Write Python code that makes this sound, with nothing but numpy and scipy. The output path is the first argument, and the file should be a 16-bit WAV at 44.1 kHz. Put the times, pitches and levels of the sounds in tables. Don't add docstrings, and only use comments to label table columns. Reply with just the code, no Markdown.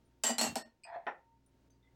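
import sys
import numpy as np
from scipy import signal
from scipy.fft import rfft, irfft, next_fast_len
from scipy.io import wavfile
from scipy.ndimage import uniform_filter1d, map_coordinates

SR = 44100
rng = np.random.default_rng(int(sys.argv[2]) if len(sys.argv) > 2 else 0)


def gain_from_db(level_db):
    decades = np.asarray(level_db, float) / 20
    return 10 ** decades


def store_wav(level_fs):
    pcm = np.round(np.clip(np.atleast_2d(level_fs), -1, 1) * 32767)
    wavfile.write(sys.argv[1], SR, pcm.T.astype(np.int16))


N = 85995


def unit(x):
    return x / np.sqrt(np.mean(x ** 2) + 1e-20)


def along(points, hz):
    point_hz, value = np.transpose(points)
    return np.interp(np.log(hz + 1), np.log(point_hz + 1), value)


def curve(rows, outside_db):
    s, db = np.transpose(rows)
    return np.interp(np.arange(N) / SR, s, db, left=outside_db, right=outside_db)


def wobble(rate):
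    knots = rng.standard_normal(int(N * rate / SR) + 4)
    return map_coordinates(knots, [np.arange(N) * rate / SR])


def filtered(x, response):
    size = next_fast_len(len(x) + 8192)
    return irfft(rfft(x, size) * response(np.fft.rfftfreq(size, 1 / SR)), size)[:len(x)]


def coloured(size, spectrum):
    return unit(filtered(rng.standard_normal(size), lambda hz: gain_from_db(along(spectrum, hz))))


def puff(spectrum, t60, rise_s):
    t = np.arange(SR // 4) / SR
    return coloured(len(t), spectrum) * gain_from_db(-60 * t / t60) * (1 - np.exp(-t / rise_s))


def ring(modes, scatter_db, rise_s, detune=0., count=1, spread=0.96):
    t = np.arange(SR // 4) / SR
    hz, db, t60 = np.repeat(np.transpose(modes), count, axis=1)[:, :, None]
    size, pitch, phase = rng.standard_normal((3, len(hz), 1))
    swing = np.sin(2 * np.pi * (hz * (1 + detune * pitch) * t + spread * phase))
    partials = gain_from_db(db + scatter_db * size - 60 * t / t60) * swing
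    return partials.sum(axis=0) * (1 - np.exp(-t / rise_s)) ** 2 / np.sqrt(count)


def grains(per_s, spread_db, size):
    chance, strength, side = rng.random((3, size))
    return (chance < per_s / SR) * gain_from_db(-spread_db * np.log(strength + 1e-9)) * np.sign(side - .5)


# pitch_hz, t60_s
ROOM_DECAY = [(150, 0.22), (400, 0.25), (900, 0.22), (3000, 0.21), (8000, 0.13), (14000, 0.046)]
WET_DB, WALL_S = -4.5, 0.0033


def room(x, wet_change_db=0):
    hz, t, z = signal.stft(rng.standard_normal(SR // 2), SR, nperseg=256)
    fading = z * gain_from_db(-60 * t / along(ROOM_DECAY, hz)[:, None])
    tail = signal.istft(fading, SR, nperseg=256)[1]
    tail = np.pad(tail / np.linalg.norm(tail), (round(WALL_S * SR), 0))
    return x + gain_from_db(WET_DB + wet_change_db) * signal.fftconvolve(x, tail)[:len(x)]


def add(out, s, x, wet_change_db=0):
    wet = room(np.pad(x, (0, SR // 4)), wet_change_db)
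    start = round(s * SR)
    out[start:][:len(wet)] += wet[:len(out) - start]


# pitch_hz, level_db_per_hz
AIR = [(25, -12.5), (100, -8.5), (300, -11), (1000, -26), (6500, -36.5), (10000, -43.5), (13500, -46.5),
       (15300, -40)]
# pitch_hz, rms_db
HUM = [(60, -75), (119.5, -77.5), (268, -81.5), (360, -86.5)]
# start_s, level_db
HUM_LEVEL = [(.5, -0.5), (.7, -4.5), (1.2, -7), (1.35, 2)]
# start_s, level_db
WHINE = [
    (0, -85.5),
    (.7, -86),
    (1.17, -77),
    (1.195, -69.5),
    (1.25, -71),
    (1.32, -66),
    (1.375, -72.5),
    (1.39, -85),
    (1.95, -84),
]
AIR_DB, WHINE_HZ = -73, 917


def kitchen():
    t = np.arange(N) / SR
    air = gain_from_db(AIR_DB + 1.3 * wobble(6)) * coloured(N, AIR)
    hum = np.zeros(N)
    for hz, db in HUM:
        hum += gain_from_db(db + 3 + 1.8 * wobble(9)) * np.sin(2 * np.pi * hz * t + 0.33 * wobble(7))
    hum_level_db = np.interp(t, *np.transpose(HUM_LEVEL))
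    whine_level = gain_from_db(curve(WHINE, -90) + 2 + 1.2 * wobble(42))
    whine = whine_level * np.sin(2 * np.pi * WHINE_HZ * t + .4 * wobble(7.5))
    return air + gain_from_db(hum_level_db) * hum + whine


# start_s, pitch_hz, level_db, t60_s
FAINT_RINGS = [(0.052, 9460, -78, 0.12), (1.048, 9500, -78.5, .05), (1.462, 9400, -61, 0.031),
               (1.461, 10090, -72.5, 0.04), (1.461, 14900, -76.5, .03), (1.704, 6300, -68, 0.09),
               (1.704, 3700, -80, 0.05), (1.704, 4740, -81, 0.21), (1.705, 8870, -80, 0.071),
               (1.705, 10000, -89, 0.022), (1.828, 3590, -75, 0.069), (1.847, 3396, -76.5, 0.1),
               (1.835, 2000, -78.5, 0.16), (1.853, 2030, -79.5, 0.066), (1.873, 2050, -72, 0.15)]
# start_s, level_db
CLICKS = [
    (1.463, -62.5),
    (1.705, -70),
]
# pitch_hz, level_db_per_hz
CLICK_COLOUR = [(1500, -34.5), (5000, -4), (9000, 5), (16000, 0)]


def faint_touches():
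    out = np.zeros(N)
    for s, hz, db, t60 in FAINT_RINGS:
        add(out, s, ring([(hz, db, t60)], 2.7, 0.00025, detune=.012, count=3))
    for s, db in CLICKS:
        add(out, s, gain_from_db(db) * puff(CLICK_COLOUR, 0.0069, 0.00036), -8)
    return out


# start_s, level_db
TICKS = [
    (0.8355, -43),
    (.8405, -43.5),
    (0.8492, -50.5),
]
# pitch_hz, level_db, t60_s
HELD_BOWL = [(2385, 5, 0.023), (2446, 12.5, 0.033), (2840, -8.5, 0.074), (4620, 3, 0.023), (4980, 2, 0.076),
             (8120, 8, 0.028), (12300, -18, 0.025)]


def nail_ticks():
    out = np.zeros(N)
    for s, db in TICKS:
        add(out, s, gain_from_db(db - 11.5) * ring(HELD_BOWL, 0.82, 0.00048, 0.014, count=3))
    return out


# start_s, level_db
DRAG = [
    (.85, -61.5),
    (.862, -55),
    (.895, -50.5),
    (.915, -53),
    (.935, -46),
    (.955, -48),
    (.98, -53.5),
    (1.0, -63.5),
    (1.055, -71.5),
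]
# pitch_hz, width_hz, level_db
FOOT = [(695, 42, 6), (940, 160, -3.5), (1762, 250, -10), (2417, 400, -21.5), (3300, 300, -29.5),
        (4250, 130, -29)]
# start_s, level_db
SLIP_S, SLIP_DB = (0.9595, -34)
DRAG_GRAINS_PER_S, DRAG_SPREAD_DB, DRAG_TOP_HZ = 4600, 3.5, 4500


def foot_response(hz):
    total = 0
    for k, (centre, width, db) in enumerate(FOOT):
        total = total + (-1) ** k * gain_from_db(db) * 1j * hz * width / (centre ** 2 - hz ** 2 + 1j * hz * width)
    return total / (1 + 1j * hz / DRAG_TOP_HZ) ** 2 * (1j * hz / (400 + 1j * hz)) ** 2


def foot_drag():
    out = np.zeros(N)
    scrape = unit(filtered(grains(DRAG_GRAINS_PER_S, DRAG_SPREAD_DB, N), foot_response))
    scrape = scrape / np.sqrt(np.abs(uniform_filter1d(scrape ** 2, size=700)) + .05)
    foot_modes = [(centre, db, 2.0 / width) for centre, width, db in FOOT]
    add(out, SLIP_S, gain_from_db(SLIP_DB) * ring(foot_modes, 0.96, 0.00076, spread=0))
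    return out + room(gain_from_db(curve(DRAG, -120) + 2.0) * scrape)


# start_s, level_db
KNOCKS = [
    (1.058, -60),
    (1.0673, -27),
    (1.072, -30),
    (1.079, -34),
    (1.094, -38),
]
# pitch_hz, level_db, t60_s
BOARD = [(533.7, -3.5, 0.087), (709, -3, 0.089), (852, -1, 0.094), (1015, -2, 0.1), (1302, -0.5, 0.025),
         (1438, 3.5, 0.053), (1846, 9, 0.022), (2000, -17.5, .16), (2455, -1, 0.015), (2915, -12.5, 0.031),
         (3560, -15.5, 0.031), (5530, -32, 0.12)]
# pitch_hz, level_db_per_hz
KNOCK_PUFF = [(88, -45), (150, -23.5), (524, -1), (764, 1.5), (861, 3.5), (1110, -13.5), (2370, -24),
              (3110, -34), (9000, -58), (11700, -81.5), (19800, -120)]
# pitch_hz, level_db, t60_s
RAP = [(1315, -34, 0.042), (1815, -27.5, .03), (2415, -33, 0.016), (3220, -43.5, 0.014)]
RAP_S, PUFF_DB, PUFF_T60, KNOCK_WET_DB = 1.0675, -6, 0.1, -2.5


def lifting_knock():
    out = np.zeros(N)
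    for s, db in KNOCKS:
        board = gain_from_db(db - 10) * ring(BOARD, 1.0, 0.0004, 0.026, count=3, spread=0.015)
        noise = gain_from_db(db + PUFF_DB) * puff(KNOCK_PUFF, PUFF_T60, 0.0017)
        add(out, s, board + noise, KNOCK_WET_DB)
    add(out, RAP_S, ring(RAP, 0, 0.00023, spread=0), KNOCK_WET_DB)
    return out


# pitch_hz, level_db_per_hz
SHUDDER = [(35, -28.5), (60, -4), (170, 6), (220, -5.5), (330, 0.5), (420, -30.5)]
SHUDDER_S, SHUDDER_LENGTH_S, SHUDDER_DB = 0.45, 0.11, -48


def counter_shudder():
    progress = np.clip((np.arange(N) / SR - SHUDDER_S) / SHUDDER_LENGTH_S, 0, 1)
    return gain_from_db(SHUDDER_DB) * np.sin(np.pi * progress) * coloured(N, SHUDDER)


# pitch_hz, level_db, t60_s
COUNTER = [(341, -13, 0.087), (427, -6, 0.069), (661, -1.5, .05), (694, -6, 0.035), (765, 3.5, 0.035),
           (860, -6, 0.06), (1000, -12, 0.026)]
# pitch_hz, level_db, t60_s
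CABINET = [(166, -11, 0.1), (237.4, 1, 0.14)]


def counter_thud(boom_db):
    top = ring(COUNTER, 1.5, 0.00088, 0.016, spread=0.055)
    return top + gain_from_db(boom_db) * ring(CABINET, 1, 0.0033, spread=0)


# pitch_hz, level_db_per_hz
CLASH = [(180, -36.5), (300, -11), (877, -2), (1210, -7.5), (4240, -13), (7760, -8.5), (10500, -23),
         (16500, -37)]
CLASH_DB, CLASH_T60, CLASH_RISE_S = -7, 0.12, 0.0011
CHATTER_DB, CHATTER_PER_S, CHATTER_T60 = -17.5, 1500, .1
DETUNE, PARTNERS = .025, 5


def ringing_glass(modes):
    t = np.arange(SR // 4) / SR
    touches = grains(CHATTER_PER_S, 2.09, len(t)) * gain_from_db(CHATTER_DB - 60 * t / CHATTER_T60)
    touches[0] = 1
    bowls = ring(modes, 1.7, 0.00024) + gain_from_db(3.5) * ring(modes, 5.5, 0.0003, DETUNE, count=PARTNERS)
    rung = signal.fftconvolve(touches, bowls)[:len(t)]
    return gain_from_db(-13.0) * rung + gain_from_db(CLASH_DB) * puff(CLASH, CLASH_T60, CLASH_RISE_S)


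# start_s, glass_db, crack_db, thud_db
LANDING = [
    (0.2361, -23, -25.5, -37.5),
    (.2408, -28, -34.5, -24),
    (.243, -34, -39.5, -30),
    (.251, -31.5, -40, -38.5),
    (0.2657, -25, -37.5, -35.5),
    (.276, -31, -39.5, -38.5),
    (.286, -31.5, -41.5, -36),
    (.293, -29.5, -37.5, -21),
    (.302, -33, -39, -22.5),
]
ROCKING = [
    (0.3823, -22, -25.5, -29),
    (0.387, -30.5, -37.5, -30.5),
    (0.412, -22, -19, -18.5),
    (.421, -30, -37.5, -31.5),
    (0.429, -29, -40, -29.5),
    (.439, -25.5, -34, -20.5),
    (.449, -32.5, -40, -29.5),
    (0.464, -30.5, -43.5, -25.5),
]
SETTLING = [
    (0.5557, -31.5, -25, -31.5),
    (.560, -35.5, -40, -18),
    (.5665, -39, -45, -32),
]
# pitch_hz, level_db, t60_s
LOOSE = [(1314, -12.5, 0.087), (1899, -15.5, .2), (3009, -9.5, 0.15), (4683, -9, 0.14), (6062, -11, .11),
         (7176, -12.5, .14), (7495, 2, 0.097), (7750, -5.5, 0.1), (8576, -9, .13), (9100, -14.5, .1),
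         (11700, -15, .12), (12310, -20, .12), (13200, -22.5, .04), (15680, -26, .1)]
TILTED = [(1860, -10, 0.091), (2740, -12, 0.15), (3016, -18, 0.067), (4295, -7, 0.16), (5630, -7.5, 0.1),
          (6170, -13, .1), (6630, -10, .1), (7170, -8.5, 0.051), (7564, -2, 0.07), (7790, -5, 0.11),
          (9039, -14.5, 0.09), (11410, -11.5, 0.079), (12300, -16.5, .13), (15240, -25.5, .1)]
SEATED = [(1074, -21, 0.22), (1830, -8.5, 0.17), (2730, -14, 0.097), (3000, -33, 0.12), (4260, -9.5, 0.17),
          (4490, -11.5, 0.12), (5380, -10, 0.17), (6040, -25, 0.072), (7860, -10.5, 0.15),
          (8040, -12.5, 0.14), (8500, -9, 0.15), (12000, -12.5, 0.12), (12320, -16, 0.13)]
BOOM_DB = (3.5, 4.5, -1)
# pitch_hz, level_db_per_hz
CRACK = [(500, -19), (2000, 1), (9000, -1.5), (16500, -19)]
CRACK_T60, THUD_LOW_HZ = 0.014, 155
THUD_WET_DB = -3.5


def stack():
    out = np.zeros(N)
    stages = zip((LANDING, ROCKING, SETTLING), (LOOSE, TILTED, SEATED), BOOM_DB)
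    for contacts, modes, boom_db in stages:
        for s, glass_db, crack_db, thud_db in contacts:
            add(out, s, gain_from_db(thud_db - 6.5) * counter_thud(boom_db), THUD_WET_DB)
            crack = gain_from_db(crack_db) * puff(CRACK, CRACK_T60, 0.00035)
            add(out, s, gain_from_db(glass_db) * ringing_glass(modes) + crack)
    out = filtered(out, lambda hz: (1j * hz / (THUD_LOW_HZ + 1j * hz)) ** 4)
    return out + counter_shudder()


# start_s, length_s, kept_bands_hz
THINNED = [
    (0.628, .028, (240, 640, 1095, 1830, 2740, 4400, 5400, 7740, 8380, 12320)),
    (1.69, 0.0074, (60, 260, 460, 700, 920, 1100, 6300)),
]
KEPT_WIDTH_HZ, FADE_S = 122, 0.0057


def thin_out(x):
    t = np.arange(N) / SR
    for s, length, bands_hz in THINNED:
        def bands(hz):
            passed = sum(1 / (1 + ((hz - centre) / KEPT_WIDTH_HZ) ** 6) for centre in bands_hz)
            return np.minimum(1, passed)
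        share = np.clip(np.minimum(t - s, s + length - t) / FADE_S + .5, 0, 1)
        x = x + share * (filtered(x, bands) - x)
    return x


def scene():
    bowl_in_hand = nail_ticks() + foot_drag() + lifting_knock()
    return (kitchen() + faint_touches() + bowl_in_hand + stack())[None]


def band_limit(x):
    return signal.sosfilt(signal.butter(12, 16870, fs=SR, output="sos"), x)


DUCK_DB, DUCK_POWER, RECOVER_S, TOP_HZ = -52, 0.21, 0.25, 16850


def record(dry):
    keep = np.exp(-1 / (RECOVER_S * SR))
    power = signal.lfilter([1 - keep], [1, -keep], dry[0] ** 2)
    ducked = dry[0] * (1 + power / gain_from_db(2 * DUCK_DB)) ** (-DUCK_POWER / 2)
    mix = filtered(thin_out(ducked), lambda hz: hz < TOP_HZ)[None]
    return band_limit(mix)


dry = scene()
out = record(dry)
store_wav(out)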